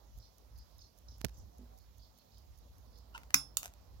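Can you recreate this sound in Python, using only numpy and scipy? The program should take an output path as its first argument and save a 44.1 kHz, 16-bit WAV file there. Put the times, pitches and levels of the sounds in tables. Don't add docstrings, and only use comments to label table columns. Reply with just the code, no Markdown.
import sys
import numpy as np
from scipy import signal
from scipy.fft import rfft, irfft
from scipy.io import wavfile
from scipy.ndimage import uniform_filter1d

SR = 44100
rng = np.random.default_rng(int(sys.argv[2]) if len(sys.argv) > 2 else 0)


def materialize(psi):
    bounded = np.clip(np.atleast_2d(psi).T, -1, 1)
    quanta = np.round(bounded * 32767).astype(np.int16)
    wavfile.write(sys.argv[1], SR, quanta)


def level_to_linear(level):
    exponent = np.asarray(level, float) / 20
    return 10 ** exponent


N = 176400

# t/s, level/dB
RUMBLE_SWELL = [(0, -65.5), (.18, -49.5), (.33, -69.5), (0.582, -50), (.7, -66), (.78, -56.5), (.95, -70.5),
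                (1.08, -53), (1.45, -50), (1.53, -65), (1.6, -53), (1.85, -61.5), (2.02, -56), (2.23, -75),
                (2.38, -57.5), (3.201, -57), (3.85, -60), (4, -51)]
# f/Hz, level/dB
RUMBLE_TONE = [(20, -40), (36, -18), (58, 5.5), (68, -9), (95, -10), (180, -35.5), (600, -86.5)]

# f/Hz, left minus right/dB
HISS_PAN = [(180, -7), (550, -10), (1650, -5.5), (5000, -11.5), (15000, -7)]
# f/Hz, likeness/1
HISS_LIKENESS = [(100, 0.91), (800, 0.06), (4000, 0.16), (12000, 0.15)]
# f/Hz, density/dB
AIR_TONE = [(60, -21), (110, -3.5), (200, 1), (330, -8.5), (550, -5.5), (1000, -8.5), (1600, -18.5),
            (2600, -20.5),
            (4000, -15.5), (5500, -15.5), (7000, -19.5), (8300, -29.5), (10000, -24.5), (13000, -19),
             (15700, -20)]
# t/s, level/dB
MURMUR_SWELL = [(0, 4), (.3, 0), (.6, 3), (.8, -.5), (1.5, 2), (2.1, -1), (2.6, 1), (3, 3.5), (4, 3)]
HISS_DB = -67
HISS_EDGE_HZ, EDGE_HZ = 15950, 16900

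# t/s, level/dB
TICK_NEARNESS = [(0, -55.5), (1, -56.5), (2, -57), (2.8, -58.5), (3.2, -59)]
# f/Hz, level/dB
TICK_TONE = [(3000, -39), (5200, -6), (6400, 1), (8500, -19), (11000, -1.5), (14500, -1.5), (15800, -1),
             (16500, -30.5)]
BEAT_S, FIRST_S, TOCK_EARLY_S, UNLOCK_S = .2, .186, .004, .012
TICK_UNLOCK_DB, TOCK_UNLOCK_DB, TOCK_DB, TICK_PAN_DB = -8.5, -24, -1.5, -9.5

# t/s, level/dB, f/Hz
CHIRPS = [(0.195, -66, 4864), (0.554, -70.5, 4830), (0.784, -64.5, 5074), (1.08, -66.5, 5210),
          (1.338, -68.5, 6150), (1.769, -79, 4640), (1.99, -68.5, 4570), (2.138, -74.5, 4460),
          (2.314, -68.5, 4600), (2.926, -68, 4695)]
# t/s, level/dB, f/Hz
SPARROW_NOTES = [(.235, -65, 4940), (.59, -63, 4810), (.788, -62, 3780), (.808, -62.5, 6330),
                 (0.815, -55.5, 4630), (.819, -57, 5370), (.835, -66, 5110), (1.083, -52, 5430),
                 (1.083, -62.5, 3990), (1.108, -58, 5430), (1.116, -67.5, 3910), (1.136, -66, 5440),
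                 (2.03, -61, 4670)]
# t/s, level/dB, f/Hz
COOS = [
    (1.5, -64, 717),
    (1.69, -62, 750),
    (2.21, -71, 750),
    (2.4, -72, 755),
]
CHIRP_S, TRILL_PER_S, CHIRP_SPREAD, CHIRP_PAN_DB, COO_S = .085, 38, .36, -7.5, .12
BIRD_ROOM_DB, NOTE_ROOM_DB = 1.5, -7

# t/s, level/dB, f/Hz
THUDS = [
    (1.12, -62, 250),
    (1.592, -50, 245),
    (1.611, -50.5, 228),
    (1.632, -51, 237),
]
# t/s, level/dB, width/s, direction and size/1
PORT_PUSHES = [(1.212, -42.5, 0.0037, -1.7), (1.2434, -27.5, 0.0017, -1.8), (1.245, -21, 0.0058, 0.8),
               (1.247, -19.5, 0.00042, -0.72), (1.2479, -20, 0.0018, -0.88), (1.2505, -31.5, 0.0052, -1.26),
               (1.2553, -28.5, 0.0035, 1), (1.26, -38.5, 0.0044, 1), (1.264, -38, 0.0071, -1.6)]
# t/s, level/dB, clatter/s
SHELL_SNAPS = [(1.204, -62, .0015), (1.2096, -50, .0015), (1.2116, -49, .0005), (1.2144, -32.5, .0005),
               (1.2438, -46, 0.0013), (1.247, -20.5, 0.00071), (1.2482, -35.5, 0.0025),
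               (1.2505, -38, 0.0038), (1.2658, -45.5, 0.00044), (1.284, -50.5, .002), (1.293, -54, 0.0043)]
# f/Hz, level/dB
SNAP_TONE = [(300, -13.5), (1200, 0), (3000, -4.5), (6400, -2.5), (8600, -14), (11000, -8), (15900, -10),
             (16900, -22)]
LEAK_DB = -41

# t/s, length/s, level/dB, slip rate/Hz
SQUEAK = (3.132, .046, -47, 480)
# f/Hz, width/Hz, level/dB
SQUEAK_BODY = [(917, 90, 0), (1410, 125, -3), (2880, 270, -8), (5490, 4400, -32.5)]
SQUEAK_CATCH_S = 0.015
# t/s, level/dB, clatter/s
GRIP = [
    (3.1782, -40.5, 0.0015),
    (3.216, -64.5, 0.0034),
    (3.233, -54, .003),
    (3.305, -45.5, 0.0027),
]
# f/Hz, level/dB
GRIP_TONE = [(300, -14.5), (600, -10), (1450, 0), (1850, 0.5), (2900, -6), (4600, -14), (9000, -16),
             (15500, -17)]

PRESS_S = 3.3424
# t/s, level/dB, clatter/s
PRESS = [
    (3.3406, -49.5, .001),
    (3.3422, -27, .0005),
    (3.3429, -13, 0.0011),
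    (3.3439, -17, .0008),
    (3.3464, -32, 0.00079),
]
# f/Hz, level/dB
PRESS_TONE = [(200, -33.5), (1100, -10), (2200, -4.5), (3400, -13), (6200, -3), (8700, -14.5),
              (10300, -6.5), (11600, -12), (15800, -6), (16900, -24)]
# f/Hz, left minus right/dB
WATCH_PAN = [(300, 2.5), (800, 4.5), (1800, 8), (3000, 3), (4600, -6), (5900, -11), (8500, -8), (15000, 0)]
WATCH_LEAD_S, CASE_LEAD_S = 0.0002186, 0.00016
# f/Hz, level/dB, t60/s
CASE_MODES = [(136.5, -48, 0.37), (198, -41, 0.12), (274, -40.5, 0.16), (1183, -33.5, 0.032),
              (2080, -17.5, 0.013), (2427, -14.5, 0.024), (4650, -38.5, .08), (6100, -15, .012),
              (6520, -29, 0.056), (6800, -15.5, .01), (12660, -33.5, .03)]
# f/Hz, left minus right/dB
CASE_PAN = [(250, -0.5), (2000, 4.5), (2500, 2.5), (4600, -12.5), (6300, -6.5), (12600, -1)]
# f/Hz, level/dB, t60/s
SPRING_MODES = [(5254, -45, .27), (5308, -33.5, .25)]
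# f/Hz, level/dB, t60/s
SPRING_HIGH_MODES = [(10490, -36.5, .19), (10645, -43, .12), (10300, -46, .1), (3400, -53, .25)]

# t/s, level/dB, clatter/s
BUTTON_RETURN = [
    (3.5696, -35.5, .0003),
    (3.5702, -19, 0.00035),
    (3.571, -25.5, 0.0015),
    (3.5732, -33.5, 0.00091),
]
# f/Hz, level/dB
RETURN_TONE = [(300, -26), (950, -11), (1900, -15), (3100, -6.5), (4600, -8.5), (7300, -2), (9000, -9.5),
               (12800, 1.5), (15800, -3), (16900, -22.5)]
# f/Hz, level/dB, t60/s
RETURN_MODES = [(7330, -24.5, .005), (13050, -36.5, 0.034), (9660, -41.5, .04)]
# f/Hz, left minus right/dB
RETURN_PAN = [(500, 3), (1400, -5), (2300, 2), (3700, -17.5), (5900, -15.5), (7500, -19), (9400, 4),
              (13000, -8.5)]
# t/s, level/dB, clatter/s
RATTLE = [(3.6295, -45, 0.00051), (3.6306, -34, 0.0011), (3.6328, -49.5, .001), (3.6355, -50, .001),
          (3.638, -50, .001), (3.6407, -41, .0008), (3.6428, -45.5, .001), (3.6463, -42, .0006),
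          (3.6478, -43, .0008), (3.6566, -40.5, 0.00091), (3.6577, -36, 0.0012), (3.6598, -47, 0.0018),
          (3.667, -48, .001), (3.6725, -51, .001), (3.679, -46, 0.00076), (3.7375, -53, 0.0012)]
# f/Hz, level/dB
RATTLE_TONE = [(300, -18), (720, 6), (1100, -4), (2800, -1.5), (4500, -10.5), (7000, 0.5), (9000, -9.5),
               (12300, -3), (16000, -10.5)]
# f/Hz, left minus right/dB
RATTLE_PAN = [(350, -12), (700, 5.5), (1400, -7.5), (2600, 11), (3700, -8), (5900, -12), (9400, 0),
              (15000, -2.5)]

# f/Hz, t60/s
ROOM_T60 = [(300, 0.64), (1500, 0.14), (5000, 0.21), (12000, 0.13)]
ROOM_DB, RETURN_ROOM_DB, RATTLE_ROOM_DB = -10, -7, -13


def evened(x):
    return x / np.sqrt(np.mean(x ** 2) + 1e-20)


def read(points, hz):
    f, value = np.transpose(points)
    return np.interp(np.log(hz + 1), np.log(f + 1), value)


def add(mix, s, sound):
    part = mix[round(s * SR):][:len(sound)]
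    part += sound[:len(part)]


def coloured(x, tone):
    log_gain = np.log(level_to_linear(read(tone, abs(np.fft.fftfreq(2048, 1 / SR)))))
    taps = np.fft.ifft(np.exp(np.conj(signal.hilbert(log_gain)))).real
    return signal.oaconvolve(x, taps / np.linalg.norm(taps))[:len(x)]


def clatter(rows, tone, t60, lumpy_db=3):
    out, t = np.zeros(N), np.arange(1024) / SR
    for s, db, hold in rows:
        grain, lumps = rng.standard_normal((2, len(t)))
        decay_db = -60 * np.maximum(t - hold, 0) / t60 - 4.5 * np.minimum(t / hold, 1)
        shape = np.minimum(t / .0001, 1) * level_to_linear(decay_db)
        burst = grain * level_to_linear(lumpy_db * evened(uniform_filter1d(lumps, size=24))) * shape
        for width in (40, 20):
            spectrum = rfft(burst)
            flat = spectrum / np.sqrt(uniform_filter1d(abs(spectrum) ** 2, width))
            burst = irfft(flat) * (t < hold + t60)
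        add(out, s, level_to_linear(db) * burst * np.linalg.norm(shape) / np.linalg.norm(burst))
    return coloured(out, tone)


def ring(s, modes, rise_s=0.00099):
    out, t = np.zeros(N), np.arange(SR // 3) / SR
    tones = sum(level_to_linear(db - 60 * t / t60) * np.sin(2 * np.pi * hz * t) for hz, db, t60 in modes)
    add(out, s, tones * np.minimum(t / rise_s, 1))
    return out


def ports(x, pan, lead_s):
    hz = np.fft.rfftfreq(N, 1 / SR)
    half = read(pan, hz) / 2
    late = np.exp(-2j * np.pi * hz * lead_s)
    return irfft(rfft(x) * np.array([level_to_linear(half), level_to_linear(-half) * late]), N)


def room(x):
    taps = np.zeros((2, SR // 2))
    at = np.arange(160, SR // 2 - 20, 20)
    where = at + rng.integers(0, 20, (2, len(at)))
    np.put_along_axis(taps, where, rng.choice([-1., 1.], (2, len(at))), 1)
    hz, t, z = signal.stft(taps, SR, nperseg=128)
    decay = level_to_linear(-60 * t / read(ROOM_T60, hz)[:, None])
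    tail = signal.istft(z * decay * (hz < HISS_EDGE_HZ)[:, None], SR, nperseg=128)[1]
    return signal.fftconvolve(x, tail / np.linalg.norm(tail[0]), axes=1)[:, :N]


def rumble():
    shared, own = rng.standard_normal(N), rng.standard_normal((2, N))
    tone = level_to_linear(read(RUMBLE_TONE, np.fft.rfftfreq(N, 1 / SR)))
    low = irfft(rfft(shared + 0.71 * own) * tone, N)
    low /= np.sqrt(uniform_filter1d((low ** 2).mean(0), size=6000))
    swell = np.interp(np.arange(N) / SR, *np.transpose(RUMBLE_SWELL))
    return low * level_to_linear(swell + np.array([[-1.5], [1.5]]))


def air():
    hz = np.fft.rfftfreq(512, 1 / SR)
    a, b, c, d, patches = rng.standard_normal((N // 256 + 3, len(hz), 5)).T
    patches = evened(uniform_filter1d(uniform_filter1d(patches, size=16, axis=0), size=12, axis=1))
    like = np.clip(read(HISS_LIKENESS, hz), -1, 1)[:, None]
    left = a + 1j * b
    right = like * left + np.sqrt(1 - like ** 2) * (c + 1j * d)
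    half = read(HISS_PAN, hz)[:, None] / 2
    z = np.array([left * level_to_linear(half), right * level_to_linear(-half)])
    z *= level_to_linear(read(AIR_TONE, hz)[:, None] + 1.5 * patches)
    z *= (hz < HISS_EDGE_HZ)[:, None]
    frame_s = np.arange(z.shape[2]) * 256 / SR
    z[:, :24] *= level_to_linear(np.interp(frame_s, *np.transpose(MURMUR_SWELL)))
    return level_to_linear(HISS_DB) * evened(signal.istft(z, window="cosine", nperseg=512)[1][:, :N])


def escapement():
    rows = []
    for k, s in enumerate(np.arange(FIRST_S, PRESS_S, BEAT_S)):
        tock = k % 2
        db = np.interp(s, *np.transpose(TICK_NEARNESS)) + TOCK_DB * tock
        s -= TOCK_EARLY_S * tock
        unlock_db = TOCK_UNLOCK_DB if tock else TICK_UNLOCK_DB
        rows += [(s - UNLOCK_S + 0.0016, db + unlock_db, .004), (s, db, .001)]
    return ports(clatter(rows, TICK_TONE, 0.013, lumpy_db=-2.5), [(1000, TICK_PAN_DB)], 0.00029)


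def birds():
    chirps, notes, coo = np.zeros((3, N))
    t = np.arange(0, .009, 1 / SR)
    swell, slide = np.sin(np.pi * t / t[-1]) ** 2, .5 - t / t[-1]
    for s, db, hz in CHIRPS:
        for u, pitch, fall, size in rng.random((60, 4)):
            when = np.floor(u * CHIRP_S * TRILL_PER_S) / TRILL_PER_S + 0.006 * size
            offset = pitch + fall - 1
            f = hz * (1 + CHIRP_SPREAD * offset + 0.28 * fall * slide)
            level = level_to_linear(db - 2.5 * size - 9 * abs(offset)) * 0.81 * np.sqrt(4 * u * (1 - u))
            add(chirps, s + when, level * swell * np.sin(2 * np.pi * np.cumsum(f) / SR))
    for s, db, hz in SPARROW_NOTES:
        f = hz * (1 + .2 * slide)
        add(notes, s, level_to_linear(db) * swell * np.sin(2 * np.pi * np.cumsum(f) / SR))
    t = np.arange(0, COO_S, 1 / SR)
    for s, db, hz in COOS:
        add(coo, s, level_to_linear(db) * np.sin(np.pi * t / COO_S) * np.sin(2 * np.pi * hz * t))
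    far, near = (ports(x, [(4000, CHIRP_PAN_DB)], -0.00025) for x in (chirps, notes))
    echo = room(level_to_linear(BIRD_ROOM_DB) * far + level_to_linear(NOTE_ROOM_DB) * near)
    return far + near + echo + coo * np.array([[1], [-.6]])


def handling():
    creak, thud = clatter(SHELL_SNAPS, SNAP_TONE, 0.0034), np.zeros(N)
    for s, db, width, way in PORT_PUSHES:
        bump = np.sin(np.pi * np.arange(0, width, 1 / SR) / width) ** 2
        add(creak, s, way * level_to_linear(db) * bump)
    for s, db, hz in THUDS:
        thud += ring(s, [(hz, db, .12), (1.5 * hz, db - 8.5, .06)])
    return creak * level_to_linear(np.array([[LEAK_DB], [0]])) + thud * level_to_linear(np.array([[-4.], [1.5]]))


def squeak():
    out = np.zeros(N)
    s, length, db, rate = SQUEAK
    t = np.arange(0, length, 1 / SR)
    phase = np.cumsum(rate * level_to_linear(3.5 * rng.standard_normal(len(t)))) / SR
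    slips = np.diff(np.floor(phase), prepend=0) + 0.091 * rng.standard_normal(len(t))
    body = sum(level_to_linear(g) * signal.filtfilt(*signal.iirpeak(hz, hz / w, SR), slips) for hz, w, g in SQUEAK_BODY)
    shape = np.where(t < SQUEAK_CATCH_S, 0.22 * t / SQUEAK_CATCH_S, 1 - (t / length) ** 3)
    add(out, s, level_to_linear(db) * evened(body) * shape)
    return out


def spring():
    modes = ring(PRESS_S + 0.00085, SPRING_MODES) + ring(PRESS_S, SPRING_HIGH_MODES, rise_s=0.057)
    return ports(modes, [(5300, -16.5), (10500, 21.0)], WATCH_LEAD_S)


def button():
    fingers = clatter(GRIP, GRIP_TONE, 0.0045) + squeak()
    press = clatter(PRESS, PRESS_TONE, 0.0077)
    case = ring(PRESS_S + .0003, CASE_MODES, rise_s=0.00031)
    back = clatter(BUTTON_RETURN, RETURN_TONE, .006)
    back += ring(BUTTON_RETURN[1][0], RETURN_MODES, rise_s=0.00024)
    loose = fingers + clatter(RATTLE, RATTLE_TONE, .003)
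    sent = level_to_linear(ROOM_DB) * (press + 0.15 * case) + level_to_linear(RETURN_ROOM_DB) * back + level_to_linear(RATTLE_ROOM_DB) * loose
    near = ports(press, WATCH_PAN, WATCH_LEAD_S) + ports(case, CASE_PAN, CASE_LEAD_S)
    near += ports(back, RETURN_PAN, WATCH_LEAD_S / 2) + ports(loose, RATTLE_PAN, WATCH_LEAD_S)
    return near + spring() + room(sent[None])


def scene():
    return rumble() + air() + escapement() + birds() + handling() + button()


def low_pass(x):
    return signal.sosfilt(signal.butter(12, 17040, fs=SR, output="sos"), x)


def record(dry):
    limited = irfft(rfft(dry) * (np.fft.rfftfreq(N, 1 / SR) < EDGE_HZ), N)
    return low_pass(limited)


dry = scene()
out = record(dry)
materialize(out)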